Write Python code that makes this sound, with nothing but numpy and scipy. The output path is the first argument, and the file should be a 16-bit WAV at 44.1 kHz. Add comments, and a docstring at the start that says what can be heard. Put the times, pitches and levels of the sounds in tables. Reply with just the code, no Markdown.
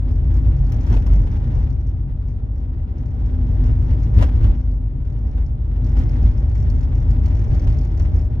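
"""Car cabin on a rough forest road

A two-port microphone behind the windscreen hears the body boom and the floor thrum at every bump,
above an uneven tyre hum and a roar that follows the road. Trim hisses and crackles, a loose plastic
part on the dash ticks, and harder bumps knock the trim. All sources are shaped noise: resonances or
drawn colours set the timbre, the unevenness and coarseness of the road drive the continuous layers,
and ticks, snaps and knocks are short puffs."""
import sys
import numpy as np
from scipy import signal
from scipy.fft import irfft
from scipy.io import wavfile
from scipy.ndimage import uniform_filter1d

SR = 44100
rng = np.random.default_rng(int(sys.argv[2]) if len(sys.argv) > 2 else 0)


def gain_from_decibels(decibels):
    """Convert decibel values to linear amplitude factors."""
    exponent = np.asarray(decibels, float) / 20
    return 10 ** exponent


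def master(y):
    """Save y as 16-bit WAV."""
    cut = np.clip(np.atleast_2d(y).T, -1, 1)
    pcm = np.round(cut * 32767)  # scale
    wavfile.write(sys.argv[1], SR, pcm.astype(np.int16))


N = 370440

# a wheel meets a bump: crest_s, boom_db, thrum_db,
# grit_change_db (added to the coarseness: mostly a crunch, at a few bumps a slight lull)
BUMPS = [(0.09, -26, -23, 5), (0.36, -20.5, -22, 4.5), (0.479, -13, -19, 3.5), (0.61, -12.5, -19.5, -1.5),
         (0.739, -28.5, -21, 2.5), (0.92, -15, -18.5, 9.5), (0.979, -11.5, -23, -0.5),
         (1.131, -9.5, -20.5, 3.5), (1.2, -10.5, -17.5, 0.5), (1.57, -16, -21, 1.5), (3.699, -16, -23.5, 2),
         (3.79, -27, -16.5, -3.1), (3.909, -19.5, -19.5, 2), (4.19, -6, -10.5, 8.5),
         (4.24, -21.5, -24, 6.5), (4.36, -16, -21.5, 1.5), (4.449, -9, -13, 3.5), (4.5, -12.5, -33.5, 5),
         (4.721, -15, -30, 2.5), (5.26, -21.5, -32, 1.5), (5.39, -14, -32.5, 4), (6.0, -12, -25.5, 4),
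         (6.17, -29, -24, 3.5), (6.258, -10.5, -21, 5), (6.7, -17.5, -23, 2.5), (7.1, -16.5, -18.5, 1.5),
         (7.259, -18, -21.5, 1), (7.528, -16, -21, 2), (7.68, -12.5, -17, 2.5), (8.04, -13.5, -15, 4),
         (8.16, -18, -17, 4.5)]


def evened(x):
    """Scales to rms 1."""
    return x / np.sqrt(np.mean(x ** 2) + 1e-20)


def read(points, hz):
    """Reads a table on a log-frequency axis."""
    f, value = np.transpose(points)
    return np.interp(np.log(hz + 1), np.log(f + 1), value)


def filled(coarse):
    """Spreads values given every 64 samples over all samples in straight lines."""
    return np.interp(np.arange(N), np.arange(0, N, 64), coarse)


def flutter(s):
    """Smooth chance of rms 1 that changes over about s seconds."""
    width = int(s * SR)
    return evened(uniform_filter1d(uniform_filter1d(rng.standard_normal(N), width), width))


def shaking(axis):
    """One column of the road in dB for every sample: 1 unevenness, 2 coarseness."""
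    # the road under the wheels: time_s, unevenness_db, coarseness_db
    road = [(0.0, 2, -3.5), (0.3, 5.5, 0.5), (0.8, 2.5, 2), (1.2, 0.5, 3), (1.62, 3.5, 2.5), (1.8, 1, -4.5),
            (2.3, -1.5, -5.5), (2.95, -3, -3.5), (3.601, 5.5, 3.5), (4.05, 3, 2.5), (4.4, 3, 3.5),
            (4.721, -0.5, -5.5), (5.201, -0.5, -3.5), (5.621, 0, -5), (5.9, 4, 2.5), (6.501, 4.5, 0.5),
            (7.1, 4.5, 2.5), (7.6, 4.5, 4), (7.9, 2, 0.5), (8.4, 1, -2)]
    return np.interp(np.arange(N) / SR, [row[0] for row in road], [row[axis] for row in road])


def grit_db():
    """Coarseness of the asphalt, changed for a moment at a bump: mostly a crunch, at a few a lull."""
    change_s = 0.044
    t = np.arange(0, N, 64) / SR
    change_db = sum(db * np.exp(-((t - s) / change_s) ** 2) for s, _, _, db in BUMPS)
    return shaking(axis=2) + filled(change_db)


def jolted(steady_db, axis):
    """Gain with the swell of every bump added in power: a quick climb to the crest, a slower fall."""
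    rise_db_per_s, fall_db_per_s = 260.5, 199
    t = np.arange(0, N, 64) / SR
    power = 0
    for row in BUMPS:
        late = t - row[0]
        below_crest_db = np.maximum(-rise_db_per_s * late, fall_db_per_s * late)
        power = power + gain_from_decibels(row[axis] - below_crest_db) ** 2
    return np.sqrt(gain_from_decibels(steady_db) ** 2 + filled(power))


def modes_db(modes, hz, order=1):
    """Summed power of resonances as dB over frequency; a higher order steepens their skirts."""
    power = sum(gain_from_decibels(db) ** 2 / (1 + (2 * (hz - f) / w) ** 2) ** order for f, w, db in modes)
    return 10 * np.log10(power)


def ports(colour_db, size=N):
    """Coloured noise of rms 1 at both ports: partly alike, the left phase-shifted and rebalanced."""
    # likeness of the ports: pitch_hz, likeness (0 to 1)
    likeness = [(50, 0.99), (130, 0.97), (290, 0.87), (640, 0.89), (1400, 0.3), (4000, 0.57), (8000, 0.92),
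                (15000, 0.59)]
    # stereo balance: pitch_hz, left_minus_right_db
    balance = [(40, 0.6), (150, 2), (280, -1), (600, 2), (1200, 1), (2500, 1.2), (5500, -1), (9000, 7),
               (14000, 1.5)]
    # phase by which the left port leads, negative when late: pitch_hz, lead_rad
    phase_lead = [(50, 0.04), (300, 0.03), (550, -0.6), (800, -1.4), (1120, -3.0), (1800, -4), (2500, -4.5),
                  (5000, -5), (15000, -4.5)]
    hz = np.fft.rfftfreq(size, 1 / SR)
    a, b, c, d = rng.standard_normal((len(hz), 4)).T
    same = np.clip(read(likeness, hz), 0, 1)
    right = a + 1j * b
    shared = same * right * np.exp(1j * read(phase_lead, hz))
    left = shared + np.sqrt(1 - same ** 2) * (c + 1j * d)
    tilt = gain_from_decibels(read(balance, hz) / 2)
    return evened(irfft(np.array([left * tilt, right / tilt]) * gain_from_decibels(colour_db(hz)), size))


def steadied(x, s, share):
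    """Takes part of the noise's own swell away, so that the road sets the level."""
    width = int(s * SR)
    swell = uniform_filter1d(uniform_filter1d((x ** 2).mean(0), width), width)
    return evened(x / (swell + 1e-3) ** (np.clip(share, 0, 1) / 2))


def add(mix, s, db, t60, colour_db, rise_s):
    """Adds a puff of coloured noise with a quick rise and a dying tail."""
    t = np.arange(4096) / SR
    envelope = gain_from_decibels(db - 60 * t / t60) * np.minimum(t / rise_s, 1)
    puff = envelope * ports(colour_db, size=4096)
    part = mix[:, round(s * SR):][:, :4096]
    part += puff[:, :part.shape[1]]


def boom():
    """Air and shell of the cabin ring as one low resonance, swelling under every bump."""
    pitch_hz, width_hz, base_db = 51.06, 16, -23
    noise = ports(lambda hz: modes_db([(pitch_hz, width_hz, 0)], hz, order=2))
    return steadied(noise, 0.049, 0.73) * jolted(base_db + shaking(axis=1), axis=1)


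def thrum():
    """Floor panels, shaken by the suspension, ring in a few low resonances."""
    # floor panels: pitch_hz, width_hz (6 dB down), level_db (relative)
    floor_modes = [(74.7, 14, 3), (91.46, 5.4, 0.5), (106.2, 21, -3.5), (130.4, 21, -7)]
    base_db, db_per_uneven_db, db_per_coarse_db = -24, 0.63, 0.27
    steady_db = base_db + db_per_uneven_db * shaking(axis=1) + db_per_coarse_db * shaking(axis=2)
    noise = ports(lambda hz: modes_db(floor_modes, hz, order=2))
    return steadied(noise, 0.053, 0.59) * jolted(steady_db, axis=2)


def roar():
    """Tread on coarse asphalt roars and rings the dash panels; air in the tyres hums unevenly."""
    # colour of the roar: pitch_hz, density_db (relative, per Hz)
    roar_colour = [(88, -27), (150, -6), (183, -9), (254, -8.5), (392, -21.5), (612, -27.5), (676, -30.5),
                   (824, -29.5), (1140, -35.5), (1600, -43.5), (2080, -71.5), (3520, -120)]
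    # air ring inside the tyres: pitch_hz, width_hz (6 dB down), level_db (against the roar)
    tyre_air = (252, 11, -9)
    # dash panels: pitch_hz, width_hz (6 dB down), level_db (relative)
    dash_modes = [(332.7, 27, 2), (428, 19, -6.5), (609, 41, -3.5), (767, 110, -4)]
    # how freely the dash rings: time_s, level_db (against the roar, before a 4 dB cut)
    dash_freedom = [(0, -13.5), (1.5, -19), (5.8, -16.5), (8.4, -12)]
    base_db, db_per_coarse_db = -36.5, 0.78
    hum = ports(lambda hz: modes_db([tyre_air], hz, order=2))
    hum = hum * gain_from_decibels(tyre_air[2] + 3.7 * flutter(0.25))
    panels = 0
    for mode in dash_modes:  # each panel swells in its own time
        ring = ports(lambda hz: modes_db([mode], hz, order=2))
        panels = panels + ring * gain_from_decibels(mode[2] + 2.5 * flutter(0.08))
    dash_db = np.interp(np.arange(N) / SR, *np.transpose(dash_freedom)) - 4.0
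    tread = ports(lambda hz: read(roar_colour, hz))
    return (tread + hum + panels * gain_from_decibels(dash_db)) * gain_from_decibels(base_db + db_per_coarse_db * grit_db())


def contact_db():
    """Reference level of the small trim contacts, which grows faster than the coarseness."""
    return -62 + 1.22 * grit_db()


def buzz():
    """Countless small trim contacts: a fluttering hiss whose top opens further on rough stretches."""
    # colour of the hiss: pitch_hz, density_db (relative, per Hz, before the top opens)
    hiss_colour = [(530, -30.5), (900, -3.5), (1140, -11), (1740, -12), (1890, -10.5), (2400, -17.5),
                   (3640, -21.5), (4210, -27.5), (5740, -30), (8020, -44), (15700, -44)]
    level_db = contact_db()
    hiss = ports(lambda hz: read(hiss_colour, hz))
    top = signal.sosfilt(signal.butter(2, 5000, "high", fs=SR, output="sos"), hiss)
    opening = np.clip(gain_from_decibels(0.26 * (level_db + 59.0)), 0, 2)
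    flutter_db = 1.8 * flutter(0.0061) + 1.4 * flutter(0.017)
    return (hiss + (opening - 1) * top) * gain_from_decibels(level_db + flutter_db + 5.0)


def crackle():
    """Sparse tiny trim snaps, each ringing at its own pitch, louder on rough stretches."""
    level_db = contact_db()
    out = np.zeros((2, N))
    for place, pitch, size in rng.random((500, 3)):
        mode = (1200 * 3.2 ** pitch, 900, 0)  # pitch Hz, width Hz, dB
        # higher snaps are weaker, and a few stand far out
        db = level_db[int(place * N)] - 3.5 - 6.0 * pitch - 2.7 * np.log(size + .05)
        add(out, place * N / SR, db, .035, lambda hz: modes_db([mode], hz, order=2), .001)
    return out


def rattle(body):
    """The loose part rings at each tick and rebounds with the dash; faint ticks ride boom crests."""
    # clearest ticks of the loose part: start_s, level_db (before port balance), rebound_loss_db
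    clear_ticks = [(0.0877, -56.5, 3), (0.154, -57.5, 11), (0.3407, -51.5, 3), (0.5652, -55.5, 8),
                   (0.646, -58, 1.5), (0.6944, -56, 3), (0.7202, -45, 5), (0.8086, -49.5, 6),
                   (0.866, -50, 6), (0.899, -52, 6), (0.9261, -47.5, 2), (0.9992, -50.5, 5),
                   (1.063, -46.5, 7.5), (1.1347, -49.5, 4), (1.192, -56, 2), (1.3145, -54, 2),
                   (1.5514, -53.5, 3.5), (1.7012, -53, 8), (1.8065, -59, 3.5), (1.8677, -57, 6),
                   (2.283, -56, 4.5), (2.5571, -61, 2), (2.981, -55.5, 6), (3.057, -58, 5),
                   (3.26, -58, 14.5), (3.5471, -60, 9), (3.64, -52.5, 2), (3.8232, -59.5, 8.5),
                   (3.9051, -54, 7), (4.031, -53, 5.5), (4.141, -54, 8), (4.18, -51, 7),
                   (4.2213, -41.5, 8.5), (4.4384, -57.5, 4), (4.6065, -58.5, 3.5), (4.712, -59, 7),
                   (5.051, -59.5, 1), (5.1857, -62.5, 7.5), (5.271, -60, 6), (5.312, -60, 5.5),
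                   (5.461, -56.5, 9), (5.844, -52.5, 1), (5.967, -51.5, 3), (5.9885, -47.5, 4.5),
                   (6.0917, -48, 3.5), (6.2265, -51.5, 2.5), (6.311, -54.5, 9), (6.3765, -54, 6.5),
                   (6.4938, -54.5, 5), (6.5546, -52, 0.5), (6.6996, -48, 5), (6.7592, -52, 1.5),
                   (6.9516, -51, 2.5), (7.1067, -50, 6), (7.234, -58, 3), (7.257, -45.5, 5),
                   (7.3675, -50.5, 2.5), (7.476, -55, -1.5), (7.547, -49, 6), (7.5943, -47.5, 2),
                   (7.674, -53, -1), (7.7218, -52, 0), (7.7859, -49.5, 4), (7.848, -49.5, 8),
                   (7.916, -56.5, 13), (7.9742, -51.5, 3), (7.9952, -48, 6), (8.118, -60, 3),
                   (8.1412, -51.5, -0.5), (8.1906, -54, 3.5)]
    # resonances of the loose part: pitch_hz, width_hz (6 dB down), level_db (for a hard tick)
    part_modes = [(2050, 910, -4), (4530, 720, -9), (5250, 500, -8.5), (5760, 900, -6), (6870, 1200, -12.5),
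                  (11700, 1400, -19)]
    sway_s = 0.024  # one sway of the dash
    out = np.zeros((2, N))
    crests = signal.find_peaks(body[1], distance=SR // 70)[0]
    faint_db = -69.0 + 1.8 * shaking(axis=2)[crests] + 4.0 * rng.standard_normal(N)[crests]
    ticks = [row[:2] for row in clear_ticks] + list(zip(crests / SR, faint_db))
    next_starts = [row[0] for row in clear_ticks[1:]] + [N / SR]
    chances = rng.standard_normal((len(clear_ticks), 3, 2))
    for (s, db, loss_db), next_s, chance in zip(clear_ticks, next_starts, chances):
        for k, (late, loss) in enumerate(chance, 1):
            at = s + k * sway_s + 0.0017 * late
            if at < next_s - sway_s / 2:  # the next clear tick cuts the rebounds short
                ticks.append((at, db - loss_db * k + 2.0 * loss))
    own_db = 3.0 * rng.standard_normal((len(ticks), len(part_modes)))  # no two land alike
    for (s, db), shares in zip(ticks, own_db):
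        softness = np.clip(-(db + 44.5) * 0.29, 0, 8)  # a soft tick rings the weaker modes less
        modes = [(f, w, m * (1 + softness / 8) + own) for (f, w, m), own in zip(part_modes, shares)]
        add(out, s, db, .055, lambda hz: modes_db(modes, hz, order=2), .001)
    return out * gain_from_decibels([[-1.5], [1.5]])  # leans to the right port


def knocks():
    """Trim cracks when a wheel hits a ridge: a short dry scatter of noise with a bright snap."""
    # knocks of the trim: start_s, level_db (of the scatter at its onset)
    hits = [(0.7194, -40), (0.869, -39), (0.9274, -43.5), (0.9377, -32), (0.9647, -29.5), (1.063, -37.5),
            (1.129, -41), (1.2677, -39.5), (3.6755, -47), (3.9078, -42.5), (4.1877, -33.5), (4.21, -27),
            (4.2224, -22), (4.2356, -32), (4.424, -42), (4.4409, -33), (5.3735, -47), (5.968, -35.5),
            (5.9981, -37), (7.2588, -39.5), (7.5334, -44), (7.6696, -36), (7.997, -37.5)]
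    # colour of the trim: pitch_hz, density_db (relative, per Hz)
    trim_colour = [(180, -46.5), (300, -4), (411, -5), (972, -7), (1190, -11.5), (2050, -19.5), (2340, -23),
                   (2760, -17), (3310, -23), (15700, -52)]
    scatter_t60_s, snap_t60_s, snap_db = .08, 0.0095, -1.5

    def bright(hz):
        return read(trim_colour, hz) + 0.86 * np.log2(hz / 2000 + .05)

    out = np.zeros((2, N))
    for s, db in hits:
        add(out, s + 0.0013, db + snap_db, snap_t60_s, bright, .0005)
        add(out, s, db, scatter_t60_s, lambda hz: read(trim_colour, hz), .004)
    return out


def scene():
    """All sources at the two ports; the boom also sets off the faint ticks."""
    body = boom()
    return body + thrum() + roar() + buzz() + crackle() + rattle(body) + knocks()


def top_cut(x):
    """Nothing passes above the cut-off."""
    return signal.sosfilt(signal.butter(12, 15820, fs=SR, output="sos"), x)


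def record(dry):
    """The input stage rounds off the highest crests."""
    mix = 1.187 * np.tanh(dry / 1.026)
    return top_cut(mix)


dry = scene()
out = record(dry)
master(out)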